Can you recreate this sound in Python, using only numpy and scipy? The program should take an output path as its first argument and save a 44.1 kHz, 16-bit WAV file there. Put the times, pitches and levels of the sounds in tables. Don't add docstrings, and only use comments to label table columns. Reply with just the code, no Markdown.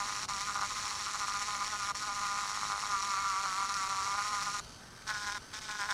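import sys
import numpy as np
from scipy import signal
from scipy.fft import rfft, irfft
from scipy.io import wavfile
from scipy.ndimage import uniform_filter1d

SR = 44100
rng = np.random.default_rng(int(sys.argv[2]) if len(sys.argv) > 2 else 0)


def int16_out(signal):
    q = np.round(np.clip(np.atleast_2d(signal).T, -1, 1) * 32767)
    wavfile.write(sys.argv[1], SR, q.astype(np.int16))


def nominal_scale(level):
    x = np.asarray(level, float) / 20
    return 10 ** x


N = 261513
T = np.arange(N) / SR
FREE_HZ = 219.6
SWING_S = 4.79


def level(x, db):
    return x * nominal_scale(db) / np.sqrt(np.mean(x ** 2))


def curve(rows):
    s, *columns = np.transpose(rows)
    return [np.interp(T, s, c) for c in columns]


def during(rows):
    return sum(value * ((T >= start) & (T < end)) for start, end, value in rows)


def bumps(rows, skew=0.):
    out = np.zeros(N)
    for s, height, half_ms in rows:
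        near = slice(max(int((s - .15) * SR), 0), int((s + .15) * SR))
        x = 1000 * (T[near] - s) / half_ms - skew
        side = np.where(x < 0, 1 + skew, 1 - skew)
        out[near] += height * np.exp(-(x / side) ** 2)
    return out


def walk(rate):
    k = int(SR / rate)
    held = np.repeat(rng.standard_normal(N // k + 1), k)
    return uniform_filter1d(held, k)[:N]


def lag(x, tau_s):
    keep = np.exp(-1 / (tau_s * SR))
    return signal.lfilter([1 - keep], [1, -keep], x)


def clicks(at, size):
    at = np.clip(at, 0, N - 2)
    i = at.astype(int)
    return np.bincount(i, size * (1 - at + i), N) + np.bincount(i + 1, size * (at - i), N)


def colour(x, points, sudden=0.97, size=4096):
    hz, db = np.transpose(points)
    f = np.maximum(np.fft.rfftfreq(size, 1 / SR), 1)
    log_gain = np.interp(np.log(f), np.log(hz), db) * np.log(10) / 20
    cep = irfft(log_gain)
    cep[1:size // 2] *= 2
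    cep[size // 2 + 1:] = 0
    phase = sudden * rfft(cep).imag
    response = np.roll(irfft(np.exp(log_gain + 1j * phase)), size // 2)
    return level(signal.fftconvolve(x, response)[size // 2:size // 2 + N], 0)


def shop():
    # f/Hz, level/dB [per Hz]
    rumble = [(12, -74), (20, -4.5), (117, -3), (270, -7.5), (306, -12.5), (409, -8.5), (447, -12.5),
              (597, -12), (702, -13), (1500, -12.5), (1950, -108), (3300, -120)]
    return level(nominal_scale(1.3 * walk(2.28)) * colour(rng.standard_normal(N), rumble), -55)


def bench(x, t60_s=.08):
    t = T[:int(.2 * SR)]
    echoes = rng.standard_normal(len(t)) * np.exp(-np.log(1000) * t / t60_s)
    return signal.fftconvolve(x, echoes)[:N]


def shaft():
    # touch t/s, lift t/s
    contacts = [
        (0, .257),
        (.283, 1.92),
        (1.947, 4.601),
        (5.07, 5.381),
        (5.533, 5.596),
        (5.612, 5.94),
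    ]
    contact_grit = [-41, -41, -41.5, -43.5, -45, -44.5]
    # t/s, level/dB
    press = [(0, -39.5), (.26, -48.5), (.3, -43), (.6, -40), (.95, -46), (1.3, -41.5), (1.65, -39.5),
             (1.93, -41.5), (2.4, -42), (2.9, -40.5), (3.3, -39), (3.8, -40.5), (4.6, -40), (5.07, -43),
             (5.38, -45), (5.58, -55), (5.7, -44), (5.93, -41.5)]
    # t/s, f/Hz
    speed_first = [(0, 202), (.17, 200), (.24, 212), (.38, 194), (.44, 199), (.62, 195), (1.0, 205),
                   (1.28, 197), (1.9, 196)]
    # t/s, f/Hz
    speed_second = [(1.96, 199), (2.33, 201.7), (2.8, 200), (3.13, 193.4), (3.53, 189.4), (3.68, 196.5),
                    (3.79, 191.7), (4.0, 193), (4.3, 202.9), (4.6, 194.1)]
    # t/s, f/Hz
    speed_across = [(5.07, 215.8), (5.18, 202.1), (5.38, 201.9), (5.54, 215.7), (5.66, 214.6), (5.8, 197.1),
                    (5.93, 199.8)]
    # t/s, loss/dB, half length/ms
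    skids = [(0.04, 3.0, 11), (0.07, 5.5, 12.8), (0.114, 6.5, 10), (0.145, 6.5, 5.9),
             (0.209, 7, 10.8), (0.332, 7, 5.2), (0.399, 7.1, 9.3), (0.453, 9.5, 20.2),
             (0.531, 8, 19.7), (0.582, 5.5, 11), (0.605, 10.5, 6.7), (0.677, 10.0, 24.3),
             (0.741, 9.5, 15.4), (0.811, 5.5, 33.4), (0.893, 5.0, 13), (0.98, 5, 14.4),
             (1.043, 7.5, 18.5), (1.119, 9.0, 19), (1.18, 9, 15.3), (1.268, 10, 10), (1.328, 8, 12),
             (1.394, 7.5, 11), (1.455, 10.5, 20.8), (1.516, 5, 13), (1.586, 5.5, 18.4),
             (1.654, 7, 22), (1.703, 10, 20.8), (1.775, 6.5, 17.3), (1.818, 4.0, 6.2),
             (1.863, 7.5, 15.6),
             (1.983, 6.5, 39.6), (2.059, 8.5, 14), (2.142, 6, 14), (2.209, 6.5, 4.8), (2.47, 6, 9),
                    (2.534, 5.5, 24.8), (2.604, 6.5, 12.5), (2.672, 4.5, 25), (2.786, 4, 23.7),
                    (2.816, 7.5, 9), (2.88, 7.5, 17.8), (3.019, 10.5, 7), (3.059, 4.5, 11.1),
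                    (3.21, 2.5, 30), (3.285, 2, 12.7), (3.389, 2, 25), (3.424, 6.5, 8.1),
                    (3.565, 3.5, 14.43), (3.682, 9.5, 8.5), (3.739, 8, 11.6), (3.86, 4.5, 5.91),
                    (3.886, 4.5, 9.8), (4.048, 3, 10), (4.108, 3, 12.5), (4.168, 6, 9.9), (4.236, 7, 10.8),
                    (4.291, 3, 28.5), (4.405, 7.5, 7.9), (4.445, 7, 22), (4.525, 10.5, 17.9),
             (4.583, 9.5, 13), (5.078, 3.5, 12.1), (5.133, 6.5, 10.6), (5.197, 6, 26),
                    (5.253, 4.5, 14), (5.312, 3.5, 7.86), (5.34, 10, 7.1), (5.628, 7.5, 23),
                    (5.672, 10, 16), (5.738, 6, 15.3), (5.775, 8, 15.2), (5.844, 3.5, 12.2),
                    (5.873, 10, 13.55), (5.932, 3, 11)]
    # t/s, extra grit level/dB
    edges = [(0.293, 3), (1.128, -4), (1.424, 6), (2.5, 2.5), (3.76, -3), (4.43, 5.5), (5.101, 5.5),
             (5.28, 1.5), (5.712, 5.5), (5.812, 7), (5.91, 9)]
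    inertia_s, edge_ms, regrip_ms = .028, 6.6, 2

    grit_db = during([(*contact, db) for contact, db in zip(contacts, contact_grit)])
    cutting = 1. * (grit_db < 0)
    touch, grit_gain = uniform_filter1d([cutting, cutting * nominal_scale(grit_db)], int(0.0091 * SR), mode="nearest")
    skid_db = bumps(skids, skew=0.44)

    drag_hz = FREE_HZ - curve(speed_first + speed_second + speed_across)[0]
    lost_drag = lag(1 - nominal_scale(-1.1 * skid_db), inertia_s)
    tremor_hz = 1.6 * walk(28)
    loaded_hz = FREE_HZ - drag_hz * (1 - lost_drag) + tremor_hz
    free = (1 - touch) * lag(1 - cutting, inertia_s)
    idle_hz = FREE_HZ + 2.2 * walk(9)
    speed_hz = loaded_hz + free * (idle_hz - loaded_hz)

    thinning_db = np.where(T < SWING_S, 0.063, 0.43) * skid_db
    regrip_db = -regrip_ms / 1000 * SR * np.gradient(skid_db)
    flare_db = bumps([(s, db, edge_ms) for s, db in edges]) + regrip_db
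    grit_gain = grit_gain * nominal_scale(flare_db - thinning_db + 0.86 * walk(30))
    knock_gain = touch * nominal_scale(curve(press)[0] - 1.215 * skid_db + 1.54 * walk(40))
    return speed_hz, knock_gain, grit_gain


def motor(turns):
    brushes = [(0, 1.), (.143, .75), (.286, .3), (.429, 0), (.571, 0), (.714, .3), (.857, .75)]
    # f/Hz, level/dB [per Hz]
    motor_along = [(500, -55), (900, -9.5), (2000, -7), (2700, -6), (3600, -7.5), (4400, -1), (4900, -3.5),
                   (5600, -2.5), (6300, -5.5), (7500, -12.5), (10400, -14.5), (15600, -36.5)]
    # f/Hz, level/dB [per Hz]
    motor_across = [(530, -14), (900, -25), (1200, 3), (1350, -2.5), (1570, 2), (1900, -1.5), (3000, -7),
                    (4000, -5), (5350, -1), (6500, -4.5), (6900, -13), (8150, -10), (9300, -11.5),
                    (10600, -16.5), (15600, -30)]
    # t/s, level/dB
    loudness = [(0, -58.5), (4.62, -54), (5.05, -54.5), (5.45, -53.5), (5.93, -51.5)]

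    k = np.arange(int(turns[-1]))[:, None]
    place, size = np.transpose(brushes)
    at = np.interp(k + place, turns, np.arange(N))
    wear = nominal_scale(3 * rng.standard_normal((N // 100, len(place)))[:len(k)])
    ticks = level(clicks(at.ravel(), (size * wear).ravel()), 0)
    hiss = nominal_scale(2.7 * walk(300)) * rng.standard_normal(N)
    whine = .45 * nominal_scale(2.5 * walk(10)) * ticks + hiss
    before, after = colour(whine, motor_along), colour(whine, motor_across)
    swing = np.clip((T - SWING_S) / 0.035 + .5, 0, 1)
    return nominal_scale(curve(loudness)[0]) * ((1 - swing) * before + swing * after)


def shank(turns, gain):
    # f/Hz, level/dB
    stem = [(1200, -40), (1600, -9), (1880, -1), (2050, -3), (2250, 0), (2550, -7), (3200, -40)]
    at = np.interp(np.arange(int(turns[-1])) + .8, turns, np.arange(N))
    same = np.ones(len(at))
    behind = 40 * (1 + .25 * walk(6)[at.astype(int)])
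    even = clicks(at, same) + .6 * clicks(at + behind, same)
    return nominal_scale(-12 + 2.5 * walk(12)) * np.sqrt(gain * gain.mean()) * colour(even, stem)


def knocks(turns):
    # from t/s, to t/s, strong minus weak level/dB
    hop = [(.045, .32, 5.5), (.48, 1.2, 4.5), (1.25, 1.31, 5), (2.44, 2.525, 10), (2.555, 2.66, 10),
           (2.66, 2.89, 9.5)]
    # t/s, share of the blow before [ratio]
    flute = [(0, 0.47), (.6, 0.64), (2.2, 0.41), (2.5, .25), (2.85, 0.28), (3, .65), (4.2, 0.47),
             (4.6, 0.4), (5.07, 0.16)]

    k = np.arange(int(turns[-1]))
    at = np.interp(k + .5, turns, np.arange(N))
    i = at.astype(int)
    chance = rng.standard_normal((N // 100, 3))[k].T
    hop_db = during(hop)[i]
    scatter_db = np.where(hop_db > 0, 1.7, 1.5)
    scatter_turn = np.where(hop_db > 0, .022, .012)
    size = nominal_scale(scatter_db * chance[0] + hop_db * (k % 2 - 1.5))
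    size = size / np.sqrt(uniform_filter1d(size ** 2, size=6))
    at = at + scatter_turn * chance[1] * SR / FREE_HZ

    share = curve(flute)[0][i] + .25 * walk(20)[i] + .15 * chance[2]
    share = np.clip(share, 0, 1.2)
    lag_ms = np.where(T < SWING_S, 0.85, 0.74)[i]
    behind = lag_ms / 1000 * (1 + .08 * walk(16)[i]) * SR
    size = size / (1 + .7 * share + .6 * share ** 2)
    times = np.r_[at, at + behind, at + 2 * behind]
    return clicks(times, np.r_[size, size * share, size * .65 * share ** 2])


def board(blows, gain):
    # f/Hz, level/dB
    ring_along = [(350, -28.5), (610, -3.5), (810, 7.5), (1000, 12), (1220, 16), (1460, 12.5), (1620, -1),
                  (1870, -13), (2220, 0.5), (2500, -39), (3200, -42)]
    # f/Hz, level/dB
    ring_across = [(350, -46), (610, -21), (820, -9), (1030, -1.5), (1230, -10), (1450, .5), (1650, -5),
                   (1850, -7), (2100, -12), (2500, -21), (3200, -42)]
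    push = level(blows, 0) + .2 * rng.standard_normal(N)
    along, across = colour(push, ring_along, sudden=.65), colour(push, ring_across, sudden=.65)
    return nominal_scale(5.0) * gain * np.where(T < SWING_S, along, across)


def grit(blows, turns, gain):
    # f/Hz, level/dB [per Hz]
    grit_along = [(1000, -23), (1600, -7), (1900, -3), (2400, -7), (3220, -10.5), (4370, -3), (4920, -7.5),
                  (5640, 0), (6210, -6.5), (6730, -4), (8620, -16), (9720, -15.5), (11000, -25),
                  (15600, -38)]
    # f/Hz, level/dB [per Hz]
    grit_across = [(1350, -17.5), (2300, -4), (2700, -10.5), (3170, -4.5), (3660, -1), (4030, -5.5),
                   (5380, -0.5), (6520, -5), (7350, -11), (8150, -10), (10100, -21.5), (14300, -32),
                   (15600, -44)]
    depth = nominal_scale(0.61 * rng.standard_normal(N // 100))[turns.astype(int)]
    bite = depth * np.exp(1.93 * (np.cos(2 * np.pi * (turns - .5)) - 1)) + 0.54
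    chips = rng.standard_normal(N) * nominal_scale(2.0 * rng.exponential(size=N)) * nominal_scale(1.2 * walk(500))
    tear = level(bite * chips, 0) + 0.15 * level(blows, 0)
    along, across = colour(tear, grit_along), colour(tear, grit_across)
    return nominal_scale(0.76) * gain * np.where(T < SWING_S, along, across)


def scene():
    hz, knock_gain, grit_gain = shaft()
    turns = np.cumsum(hz) / SR
    blows = knocks(turns)
    cut = board(blows, knock_gain) + grit(blows, turns, grit_gain)
    tool = cut + motor(turns) + shank(turns, knock_gain)
    return (tool + nominal_scale(-42) * bench(tool) + shop())[None]


def top_cut(x):
    return signal.sosfilt(signal.butter(12, 15750, fs=SR, output="sos"), x)


def record(dry):
    return top_cut(dry)


dry = scene()
out = record(dry)
int16_out(out)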